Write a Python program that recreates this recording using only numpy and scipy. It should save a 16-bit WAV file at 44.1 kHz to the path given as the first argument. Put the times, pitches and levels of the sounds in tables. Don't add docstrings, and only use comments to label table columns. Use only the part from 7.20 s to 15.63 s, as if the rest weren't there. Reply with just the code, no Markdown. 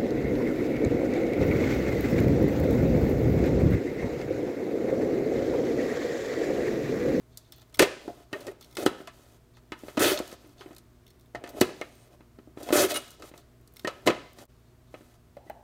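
import sys
import numpy as np
from scipy import signal
from scipy.fft import rfft, irfft, next_fast_len
from scipy.io import wavfile
from scipy.ndimage import uniform_filter1d

SR = 44100
rng = np.random.default_rng(int(sys.argv[2]) if len(sys.argv) > 2 else 0)


def volts(x):
    e = np.asarray(x, float) / 20
    return 10 ** e


def int16_out(signal):
    q = np.round(np.clip(np.atleast_2d(signal).T, -1, 1) * 32767)
    wavfile.write(sys.argv[1], SR, q.astype(np.int16))


N = 371746

# f/Hz, level/dB, T60/s
BOX = [(135, -15, 0.054), (247, -9, 0.038), (314, -6, 0.087), (371.4, -4.5, 0.067), (458, 2, 0.023),
       (526, -2.5, 0.038), (596, -2.5, 0.048), (700, -11, 0.21), (790, -14, 0.091)]
# f/Hz, level/dB, T60/s
PLATE = [(1004, 6.5, 0.0084), (1106, -0.5, 0.024), (1305.7, 2, 0.023), (1323, -4.5, 0.037),
         (1440, 3, 0.0045), (1790, -4.5, 0.011), (1742, -6, 0.017), (2076, -1.5, 0.013),
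         (2550, -1.5, 0.013), (3040, -3.5, 0.0028), (3370, -5, 0.012), (2975, -8.5, 0.027),
         (3955, -6, 0.014)]
# f/Hz, level/dB, T60/s
FREE_PLATE = [(618, 2.5, 0.027), (708, -1.5, 0.089), (793, 1.5, 0.046), (879, 2, 0.024), (1560, -15, 0.024),
              (2010, -7, 0.033)]
# f/Hz, level/dB per Hz
HISS = [(2060, -38.5), (3500, -1), (4510, 0), (5030, -2.5), (6110, -1.5), (9510, -3), (10700, -5),
        (14700, -7), (16100, -17), (16500, -46)]
# f/Hz, level/dB, T60/s
SHELL = [(2564, -7, .004), (3550, -1.5, .008), (4360, -2, 0.0079), (6340, -5, 0.004)]
# f/Hz, level/dB, T60/s
DROPLET = [(7200, -6, .001), (9800, -1, .001), (12500, 0, .001), (14800, 0, .001)]


def unit(x):
    return x / np.sqrt(np.mean(x ** 2))


def colour(x, points):
    hz, db = np.transpose(points)
    n = next_fast_len(len(x), True)
    f = np.arange(n // 2 + 1) * SR / n + 1
    gain = volts(np.interp(np.log(f), np.log(hz), db))
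    return irfft(rfft(x, n) * gain, n)[:len(x)]


def ring(modes, scatter_db, detune, size, favour_hz=400., favour_db=0., in_step=False):
    hz, db, t60 = np.transpose(modes)[:, :, None]
    pitch_draw, level_draw = rng.standard_normal((2, len(modes), 1))
    db = db + scatter_db * level_draw - favour_db * np.abs(np.log2(hz / favour_hz))
    t = np.arange(size) / SR
    wave = np.sin(2 * np.pi * hz * (1 + detune * pitch_draw) * t) * np.exp(-np.log(1000) * t / t60)
    sign = (1. if in_step else -1.) ** np.arange(len(modes))[:, None]
    return np.sum(sign * volts(db) * wave, axis=0)


def walk(rate):
    k = int(SR / rate)
    return unit(uniform_filter1d(rng.standard_normal(1000)[np.arange(N) // k], k))


def grains(rate, spread_db):
    where, size, sign = rng.random((3, N))
    return unit((where < rate / SR) * np.sign(sign - .5) * volts(-spread_db * np.log(size + 0.09)))


def gate(start, length, rise_s, fall_s):
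    t = np.arange(N) / SR - start
    return t, np.clip(np.minimum(t / rise_s, (length - t) / fall_s), 0, 1)


def taps(events, modes, touch_s, click):
    out, t = np.zeros(N + 8000), np.arange(300) / SR
    for s, db in events:
        touch = rng.standard_normal(len(t)) * np.exp(-t / touch_s)
        tick = signal.fftconvolve(touch, ring(modes, 1.2, 0.0094, size=6000))
        tick = tick / np.abs(tick).max()
        tick[1:len(t)] += click * np.diff(touch)
        i = int(s * SR)
        out[i:i + len(tick)] += volts(db) * tick
    return out[:N]


def singing(spans, modes):
    gain = sum(volts(db) * gate(s, length, 0.0054, 0.013)[1] for s, length, db in spans)
    return gain * unit(signal.oaconvolve(grains(2500., 3.), ring(modes, 0, 0, size=3000))[:N])


def friction(box_gain, plate_gain, hiss_gain, slip_rate, tear_rate, patchy_db, pops, steel):
    # f/Hz, level/dB, T60/s
    blade_modes = [(3620, -6, 0.097), (4090, -0.5, 0.017), (6500, -1.5, 0.025), (6600, -3, 0.0053),
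                   (7100, 0.5, 0.0087), (9360, 3.5, 0.025)]
    press = patchy_db * np.clip(walk(90), -2, 2)
    slips, tears = grains(slip_rate, 3), grains(tear_rate, 3)
    box = signal.oaconvolve(slips + 0.28 * tears, ring(BOX, 0, 0, size=4000))[:N]
    plate = signal.oaconvolve(0.41 * slips + tears, ring(PLATE, 0, 0, size=1500))[:N]
    cells = tears + pops * slips
    steel_ring = signal.oaconvolve(cells, ring(blade_modes, 0, 0, size=1000))[:N]
    hiss = unit(colour(cells, HISS)) + steel * unit(steel_ring)
    return box_gain * unit(box) + volts(press) * (plate_gain * unit(plate) + hiss_gain * unit(hiss))


def fridge():
    # f/Hz, level/dB rms
    motor_lines = [(59.2, -66), (118.4, -64.5), (242.2, -69.5), (355.3, -76), (484.5, -79.5)]
    # f/Hz, level/dB per Hz
    air_spectrum = [(15, -34.5), (25, -3.5), (70, 0.5), (150, -2), (202, -10), (389, -5), (524, -22.5),
                    (634, -7.5), (766, -19.5), (1060, -17.5), (2670, -26.5), (15200, -33.5), (16500, -41)]
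    air_db = -56.5
    t = np.arange(N) / SR
    hum = 0
    for hz, db in motor_lines:
        waver_db, drift = 1.8 * walk(12.), 1.1 * walk(9.)
        hum = hum + np.sqrt(2) * volts(db + waver_db) * np.sin(2 * np.pi * hz * t + drift)
    air = unit(colour(rng.standard_normal(N), air_spectrum))
    return hum + volts(air_db - 5.0 + 0.54 * walk(0.84)) * air


def rustle():
    # t/s, length/s, level/dB
    grip_shifts = [(0.11, 0.2, -70), (0.317, 0.13, -63), (1.406, 0.071, -59.5), (2.334, 0.071, -67),
                   (3.377, 0.074, -58.5), (3.865, 0.054, -67), (6.172, 0.067, -68), (7.193, 0.047, -77),
                   (7.396, 0.15, -78), (7.667, 0.052, -70)]
    gain = sum(volts(db) * gate(s, length, .008, .03)[1] for s, length, db in grip_shifts)
    skin = signal.oaconvolve(grains(1200.0, 0.82), ring(SHELL, 0, 0, size=600))[:N]
    return gain * volts(0.83 * walk(66)) * unit(skin)


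def contacts():
    # t/s, crack peak level/dB, plate rel. level/dB
    nicks = [(0.173, -30.5, -27.5), (0.362, -61, -13), (0.381, -58, 0), (0.417, -49, -3),
             (0.496, -59.5, -5.5), (0.526, -57.5, 0), (.542, -41, -6), (0.571, -43, -6), (1.41, -44, -6),
             (1.551, -44, -27), (2.59, -49.5, -21), (2.989, -27, 0), (3.077, -42, -28), (3.115, -41, -2.5),
             (3.293, -59, -6), (3.53, -52.5, 0), (3.548, -50, -26), (3.564, -42.5, -5), (3.582, -44, -10),
             (3.878, -65, -30.5), (4.275, -45, 6), (4.4, -38, -12), (5.879, -45, -3), (5.905, -43, -23),
             (5.914, -52, -1), (5.998, -53, 0), (6.177, -45, -7), (6.475, -49.5, -23.5), (6.561, -47.5, -5),
             (6.594, -59.5, 9)]
    # t/s, thump peak level/dB, plate rel. level/dB, crack rel. level/dB
    clacks = [(0.323, -55, 6, 13), (1.207, -42, -8.5, -1.5), (1.268, -27, -10, -10.5),
              (1.569, -28, 2, -0.5), (1.873, -37.5, 4.5, -1.5), (2.369, -55, 7.5, 1),
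              (2.683, -26.5, -9.5, -21), (2.771, -30, 6.5, -4.5), (3.127, -27, -18, -10.5),
              (3.408, -42, 5, -10), (4.154, -37, 4.5, -6), (4.239, -25.5, -8, -16),
              (4.262, -37, 0.5, -16.5), (4.29, -46.5, 2, 3), (5.43, -40, -57, 2.5), (6.022, -36, 2, -4.5),
              (6.862, -30.5, 3.5, -9), (7.186, -38.5, -5.5, -5.5)]
    # t/s, crack peak level/dB, contact/ms
    snaps = [(0.5946, -10.5, 2.5), (0.6173, -21.5, 1.5), (0.6231, -17.5, 1.54), (1.6578, -35.5, 3),
             (1.6613, -19, 2.2), (2.7934, -24.5, 7.4), (0.59, -31, 3.5), (4.4094, -19.5, 6.1),
             (4.4115, -16, 8.3), (5.5245, -25, 5), (5.699, -32.5, 1.9), (5.706, -27.5, 2.5),
             (5.7178, -25, 3.3), (5.742, -29.5, 6), (6.8596, -42.5, 9.2), (6.866, -23.5, 2.4),
             (6.8738, -28, 4.3), (6.9003, -48, 4), (4.0101, -57, 2.5), (3.9105, -63.5, 2.6)]
    # t/s, thump peak level/dB, plate rel. 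level/dB,
    # strongest box mode f/Hz, contact/ms
    blows = [(.593, -7, 2.5, 450, 2.5), (.6, -5, -11, 387, 2.3), (0.619, -7.5, -6, 400, 2.7),
             (.625, -6.5, -5.5, 425, 1.7), (1.129, -20, -5.5, 400, 10.4), (1.279, -24.5, -11.5, 470, 3),
             (1.662, -3, -9, 312.5, 3.5), (2.52, -23.5, -3, 326, 1.8), (2.775, -11.5, -11, 296, 1.8),
             (2.975, -25.5, -5, 600, 6.5), (3.002, -13.5, -32, 400, 3.2), (4.148, -19.5, -17, 715, 4.6),
             (4.4128, -1, -11.5, 352, 2.8), (4.421, -7.5, -18, 351, 3.6), (4.613, -18.5, -6.5, 612, 3.7),
             (5.4882, -23.5, -5.5, 692, 2.1), (5.505, -14, -17.5, 499, 2), (5.526, -9, -11, 562, 3.8),
             (6.647, -16, -12, 387, 5.1), (6.673, -16, -5, 535, 1.3), (6.866, -11, -17, 340, 4),
             (6.873, -5, -8, 560, 0.85), (6.884, -6.5, -32, 329, 3.4), (6.902, -10.5, -10, 420, 2.5)]
    # t/s, thump peak level/dB, f/Hz
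    jolts = [(1.587, -23, 384), (1.632, -24, 480), (1.654, -22, 376.5), (2.808, -11.5, 341),
             (2.821, -27, 479), (2.857, -13, 308.5), (2.917, -14, 354.4), (5.556, -10.5, 400),
             (5.601, -13, 400), (5.646, -21, 382), (5.713, -37, 494), (5.728, -29, 600), (.879, -23.5, 740),
             (.609, -13.5, 385), (0.598, -6, 387), (.631, -12.5, 400), (0.673, -24.5, 500),
             (1.6646, -9.5, 338), (2.779, -13.5, 300), (6.869, -30, 329.4), (6.893, -19.5, 326.4),
             (6.857, -34, 296), (8.184, -40, 617)]
    # t/s, thump peak level/dB, plate rel. level/dB, f/Hz
    thuds = [(0.878, -21.5, -22, 318), (1.803, -27, -15, 310), (2.635, -26.5, -23, 312.2),
             (3.245, -42.5, -12, 287), (3.46, -33.5, -13, 319), (3.507, -36, -11, 329),
             (4.35, -30, -32, 257.6), (4.49, -37.5, 2, 326), (5.006, -37.5, -11.5, 270),
             (5.187, -30.5, -17, 261), (5.274, -35.5, -37, 344), (5.373, -24.5, -17, 361),
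             (6.114, -36, -15, 340), (6.138, -33, -8, 472), (7.741, -25.5, -13.5, 515),
             (7.808, -38, -15, 320), (8.168, -29, -19.5, 600), (8.298, -31, -8, 700)]
    nick_over_box_db, nick_hz, nick_ms = 19.5, 380.4, 6.8
    clack_hz, clack_ms = 430, 1.4
    snap_over_box_db, snap_plate_db = 28, -10
    thud_crack_db, thud_ms = -31.5, 3.5
    blow_crack_db, crack_per_plate = -9, 1
    touches = [(s, db - nick_over_box_db, plate + nick_over_box_db, nick_over_box_db, nick_hz, nick_ms)
               for s, db, plate in nicks]
    touches += [(*row, clack_hz, clack_ms) for row in clacks]
    touches += [(s, db - snap_over_box_db, snap_over_box_db + snap_plate_db, snap_over_box_db, nick_hz, ms)
                for s, db, ms in snaps]
    touches += [(s, db, plate, blow_crack_db + crack_per_plate * plate, hz, ms)
                for s, db, plate, hz, ms in blows]
    touches += [(s, db, -22, thud_crack_db, hz, thud_ms) for s, db, hz in jolts]
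    touches += [(s, db, plate, thud_crack_db, hz, thud_ms) for s, db, plate, hz in thuds]
    return touches


def knocks():
    thump_rise_s, held_s = 0.0022, 0.02
    rattle_top_hz = 6500
    out, t = np.zeros(N + 8000), np.arange(2000) / SR
    for s, box_db, plate_db, crack_db, box_hz, ms in contacts():
        contact = max(ms, .3) / 1000
        rise = 1 - np.exp(-t / 0.00044)
        fade = (np.exp(-t / contact) + 0.34 * np.exp(-t / 0.017)) * rise
        chatter = rng.standard_normal(len(t)) * fade
        push = np.exp(-t / (0.027 * contact)) * t
        force = push / push.max() + .2 * chatter * np.exp(-t / .006)
        box = ring(BOX, 2, .02, size=4000, favour_hz=box_hz, favour_db=15, in_step=True)
        thump = signal.fftconvolve(force, box)
        age = np.arange(len(thump)) / SR
        thump = thump * (1 - np.exp(-age / thump_rise_s)) * np.exp(-age / held_s)
        plate_ring = ring(PLATE, 1, .01, size=1500, favour_hz=1850., favour_db=5)
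        plate = signal.fftconvolve(chatter, plate_ring)
        bright_db = crack_db - plate_db
        slope_db = np.clip(0.2 * bright_db - 0.3 + 0.25 * min(bright_db, 0), -6, 4)
        snap = colour(rng.standard_normal(len(t)), HISS)
        snap = colour(snap, [(4000, 0.01), (16000, 2 * slope_db)])
        rattle = signal.lfilter(*signal.butter(1, rattle_top_hz, fs=SR), snap)
        crack = (snap * np.exp(-t / (0.37 * contact)) + 0.3 * rattle * np.exp(-t / 0.012)) * rise
        i = int(s * SR)
        parts = [(thump, box_db - 4.0), (plate, box_db + plate_db + 0.5), (crack, box_db + crack_db + 3.5)]
        for part, db in parts:
            out[i:i + len(part)] += volts(db) * part / np.abs(part).max()
    return out[:N]


def creaking_prongs():
    # t/s, peak level/dB
    creaks = [(0.322, -36.5), (0.5452, -35), (0.5554, -38.5), (1.171, -54), (1.2044, -47), (1.414, -49),
              (1.4252, -43.5), (1.4444, -46), (1.4785, -63), (1.4964, -68), (1.511, -50), (1.5264, -48),
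              (1.552, -68.5), (1.554, -41), (3.9105, -60), (0.5495, -43.5), (3.8651, -48.5), (3.8785, -51),
              (3.904, -50.5), (3.9963, -58), (4.0114, -66), (4.0594, -58), (4.2916, -44), (6.5674, -38),
              (6.5774, -67), (6.5944, -37)]
    # f/Hz, level/dB, T60/s
    holder_modes = [(2110, -8.5, 0.014), (3550, 1.5, 0.007), (4300, -4, 0.0094), (5400, -8, 0.023),
                    (6550, -8, .01), (8500, -12.5, 0.012), (12800, -8.5, .006)]
    return taps(creaks, holder_modes, 0.0032, click=0.42)


def rubbing():
    # t/s, length/s, box level/dB, wet hiss rel. level/dB
    slides = [(0.34, 0.083, -72.5, -3.5), (0.52, 0.098, -66, -6.5), (0.78, 0.27, -54, -9),
              (0.85, 0.067, -45.5, -32), (1.105, 0.23, -45.5, -12.5), (1.385, 0.49, -65.5, 0),
              (1.768, 0.065, -48, -14), (1.902, 0.28, -65.5, 2), (4.351, 0.052, -41.5, -9),
              (2.558, 0.16, -61.5, 1), (2.65, 0.2, -59, 0.5), (2.949, 0.21, -52.5, -2.5),
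              (3.17, 0.18, -63, -4), (3.354, 0.2, -56.5, -8.5), (3.874, 0.13, -70, -15),
              (4.13, 0.16, -54.5, -32), (4.242, 0.29, -45.5, -18.5), (4.526, 0.18, -56.5, -7),
              (4.684, 0.21, -64.5, -1), (4.891, 0.073, -54.5, -12.5), (5.358, 0.096, -46, -10),
              (5.432, 0.19, -40.5, -8.5), (5.785, 0.177, -63.5, 4.5), (5.971, 0.096, -50.5, -16),
              (6.024, 0.086, -60, 5), (6.123, 0.096, -62.5, -1), (6.528, 0.13, -78.5, 13.5),
              (6.7, 0.55, -58.5, -10), (7.157, 0.09, -53.5, -4.5), (7.694, 0.28, -66, 0),
              (8.23, 0.1, -58.5, -11.5)]
    rise_s, fall_s, sag_db_per_s = 0.042, 0.016, -11
    rub_plate_db, plate_per_wet = -1.5, 0.7
    gains = np.zeros((3, N))
    for s, length, db, wet_db in slides:
        t, on = gate(s, length, rise_s, fall_s)
        live = on > 0
        layers_db = np.array([[0], [rub_plate_db + plate_per_wet * wet_db], [wet_db]])
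        gains[:, live] += on[live] * volts(db + layers_db + sag_db_per_s * t[live])
    return friction(*gains, slip_rate=73.0, tear_rate=3600.0, patchy_db=0.0, pops=.3, steel=0.15)


def peeling_fingers():
    # t/s, peak level/dB
    peels = [(.362, -49), (.372, -53), (.382, -48), (.398, -55), (.411, -54), (.428, -56), (.477, -61),
             (.548, -47), (.571, -44.5), (4.299, -44)]
    return taps(peels, DROPLET[2:], .0018, click=.01)


def pinched_box():
    # t/s, length/s, level/dB, f/Hz
    hums = [(.594, .011, -16, 400), (.607, .007, -21, 480), (.622, .01, -18, 560), (.634, .016, -26, 400),
            (1.137, .02, -37, 390), (1.15, .014, -40, 620), (1.272, .016, -39, 600), (1.28, .022, -37, 390),
            (1.582, .016, -33, 350), (1.627, .012, -35, 580), (1.873, .012, -44, 700),
            (2.773, .01, -27, 650), (2.852, .014, -21, 320), (2.93, .04, -34, 600), (3.25, .06, -58, 290),
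            (3.405, .012, -48, 380), (3.457, .01, -49, 330), (3.507, .014, -49, 330), (4.15, .04, -50, 120),
            (5.5, .02, -37, 260), (5.525, .01, -18, 330), (5.53, .035, -25, 600), (5.6, .025, -26, 570),
            (5.638, .02, -23, 385), (5.72, .02, -33, 600), (6.674, .012, -33, 550),
            (6.871, .006, -30, 1800), (6.872, .005, -32, 2100), (6.876, .022, -23, 330),
            (7.19, .012, -53, 250), (8.272, .012, -62, 1980)]
    rise_s, fall_s = .004, .008
    out, wobble = np.zeros(N), 1 + .025 * walk(80)
    for s, length, db, hz in hums:
        live = slice(int(s * SR), int(s * SR) + 4000)
        on = gate(s, length + fall_s, rise_s, fall_s)[1][live]
        phase = 2 * np.pi * hz * np.cumsum(wobble[live]) / SR
        out[live] += np.sqrt(2) * volts(db) * on * np.sin(phase)
    return out


def ramp():
    # t/s, peak level/dB
    slams = [(.596, -18.5), (.601, -19), (.612, -23.5), (.626, -21.5), (.636, -26.5), (.648, -29.5),
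             (1.6615, -24.5), (1.668, -28), (4.427, -27), (6.875, -23), (6.905, -33)]
    # f/Hz, level/dB, T60/s
    ramp_modes = [(2200, -5.5, .02), (2640, 0.5, .04), (2820, -5, 0.053), (3270, 0.5, .035),
                  (3690, -5.5, 0.02)]
    # t/s, length/s, level/dB
    squeals = [
        (4.33, .05, -71),
        (4.69, .17, -70),
    ]
    # f/Hz, level/dB, T60/s
    squeal_modes = [(4000, -4, .012), (5900, -7, .012), (6550, -2, .012), (8600, 0, .04), (9500, -8, .015),
                    (12800, -8, .008)]
    return taps(slams, ramp_modes, 0.0045, click=.01) + singing(squeals, squeal_modes)


def rail():
    # t/s, peak level/dB
    rail_hits = [(1.132, -29), (1.28, -39), (4.15, -30.5), (4.615, -29), (6.649, -24.5), (8.299, -51),
                 (.6, -18)]
    # f/Hz, level/dB, T60/s
    rail_modes = [(1320, -7, 0.043), (1849, 1, 0.066), (2089, -5.5, .035)]
    # t/s, peak level/dB
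    flicks = [
        (2.974, -24),
        (2.981, -31),
        (6.676, -28),
    ]
    return taps(rail_hits, rail_modes, 0.0048, click=.01) + taps(flicks, SHELL, 0.0034, click=.01)


def wander(x):
    out = 0
    for hz in 1100 * 1.6 ** np.arange(6):
        low = signal.sosfilt(signal.butter(2, hz, fs=SR, output="sos"), x)
        out = out + low * volts(1.1 * walk(45))
        x = x - low
    return out + x


def blade():
    # t/s, cutting effort level/dB below full
    strokes = [
        [(1.568, -12.5), (1.586, -9), (1.634, -6.5), (1.644, -11.5), (1.66, -16)],
        [(2.793, -3.5), (2.823, 1), (2.917, -1.5), (2.953, -9.5), (2.997, -24), (3.02, -29)],
        [(5.526, -1.5), (5.582, 1), (5.648, -1.5), (5.682, -16.5), (5.695, -9), (5.71, -5), (5.736, -13.5),
         (5.764, -4), (5.81, -25)],
    ]
    # level/dB at full effort, slope/dB per dB of effort
    cut_layers = [(-26, 1.3), (-29, 1.34), (-25.5, 1.37)]
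    stroke_plate_db = [-6.5, 1, 1]
    stroke_wet_db = [-7.5, -0.5, 0]
    # f/Hz, level/dB
    cut_body = [(200, -2), (330, 0.9), (650, -0.5), (950, -7.5), (1400, 2.5), (2600, 2), (5200, -1.5),
                (9000, -1)]
    bite_s = 0.0028
    gains = 0
    for (s, effort), plate_db, wet_db in zip(map(np.transpose, strokes), stroke_plate_db, stroke_wet_db):
        t, on = gate(s[0], s[-1] - s[0], bite_s, bite_s)
        effort_db = np.interp(t, s - s[0], effort)
        layers = volts([db + slope * effort_db for db, slope in cut_layers])
        gains = gains + on * layers * volts([[0], [plate_db], [wet_db]])
    cut = friction(*gains, slip_rate=500., tear_rate=11000., patchy_db=0.1, pops=0.31, steel=0.27)
    return wander(colour(cut, cut_body))


def grazed_plate():
    # t/s, length/s, level/dB
    grazes = [
        (1.572, 0.0071, -38.5),
    ]
    # f/Hz, level/dB, T60/s
    graze_modes = [(1400, 2, 0.039), (1815, 1, 0.044), (4500, -9, .02), (8350, 1, .008)]
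    return singing(grazes, graze_modes)


def droplets():
    # t/s, peak level/dB
    pricks = [(3.0924, -46), (3.275, -49), (5.88, -50), (3.482, -60), (3.9963, -52), (4.0094, -55),
              (4.2938, -38), (4.305, -41), (4.7541, -49), (6.4122, -54), (6.4745, -59), (6.5237, -52),
              (6.538, -43), (6.6154, -58.5), (6.7115, -49), (6.7945, -59), (6.8219, -51), (5.916, -44),
              (7.1317, -43), (7.2534, -41)]
    return taps(pricks, DROPLET, .0018, click=.03) * volts(-2.5)


def singing_steel():
    # t/s, length/s, level/dB
    drags = [
        (5.738, 0.0472, -34),
        (5.757, 0.0282, -36.5),
    ]
    # f/Hz, level/dB, T60/s
    steel_modes = [(1300, -4.5, 0.039), (2150, -8, 0.071), (2895, -5.5, 0.066), (3550, -19, .05),
                   (3880, -7, .05), (9020, -5, 0.037), (9700, -1.5, 0.033)]
    return singing(drags, steel_modes)


def lifted_plate():
    # t/s, peak level/dB
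    lifts = [
        (8.167, -41.5),
        (8.298, -28.5),
    ]
    return taps(lifts, FREE_PLATE, 0.0046, click=0.075)


def carried_plate():
    # t/s, length/s, level/dB
    carries = [
        (8.2, .09, -61),
        (8.31, .13, -56),
    ]
    return singing(carries, FREE_PLATE[:4])


def kitchen(x):
    # f/Hz, T60/s
    room_decay = [(150, 0.69), (400, 0.33), (1500, 0.38), (5000, 0.92), (12000, 0.25)]
    room_db, tilt_db_per_oct, build_s = -17, -0.3, 0.0017
    room_hz, room_t60 = np.transpose(room_decay)
    out = 0
    for hz in 140 * np.sqrt(2) ** np.arange(14):
        band = signal.butter(2, [hz / 2 ** .25, hz * 2 ** .25], "band", fs=SR, output="sos")
        t60 = np.interp(np.log(hz), np.log(room_hz), room_t60)
        energy = signal.sosfilt(band, x) ** 2
        for tau_s in build_s, t60 / np.log(1e6):
            kept = np.exp(-1 / (tau_s * SR))
            energy = signal.lfilter([1 - kept], [1, -kept], energy)
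        gain = volts(room_db + tilt_db_per_oct * np.log2(hz / 1000))
        out = out + gain * np.sqrt(energy) * unit(signal.sosfilt(band, rng.standard_normal(N)))
    return out


def counter(near):
    force = np.sqrt(uniform_filter1d(near ** 2, size=3000) + 1e-12)
    shudder = signal.lfilter(*signal.iirpeak(62, 1.2, fs=SR), rng.standard_normal(N))
    return volts(-31) * force * unit(shudder - uniform_filter1d(shudder, size=1000))


def near_walls(x):
    near_db, t60_s, bottom_hz, top_hz = -20.5, 0.51, 450, 3600
    t = np.arange(20000) / SR
    tail = signal.lfilter(*signal.butter(2, top_hz, fs=SR), rng.standard_normal(len(t)))
    tail = tail * np.exp(-np.log(1000) * t / t60_s)
    tail = signal.lfilter(*signal.butter(1, bottom_hz, "high", fs=SR), tail)
    return volts(near_db) * signal.oaconvolve(x, tail / np.sqrt(np.sum(tail ** 2)))[:N]


def scene():
    # f/Hz, level/dB
    radiates = [(110, 3), (170, -3.5), (240, 0), (300, -1)]
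    near = rustle() + knocks() + creaking_prongs() + rubbing() + pinched_box() + ramp()
    near = near + blade() + grazed_plate() + droplets() + singing_steel() + lifted_plate()
    bass_cut = signal.butter(3, 125., "high", fs=SR, output="sos")
    near = signal.sosfilt(bass_cut, colour(near, radiates))
    side = rail()
    heard = near + side + kitchen(near + side) + fridge() + counter(near) + near_walls(near)
    return (heard + peeling_fingers() + carried_plate())[None]


def top_cut(x):
    return signal.sosfilt(signal.butter(12, 16820, fs=SR, output="sos"), x)


def record(dry):
    # f/Hz, level/dB
    treble_response = [(9300, 0), (10500, -2.5), (11800, 0.5), (15700, 1.5), (16600, -20.5), (16900, -55.5)]
    change_s, fade_s = 7.273, .027
    fade = np.clip(np.abs(np.arange(N) / SR - change_s) / fade_s, .05, 1)
    return top_cut(colour(dry[0], treble_response)[None] * fade)


dry = scene()
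out = record(dry)
int16_out(out)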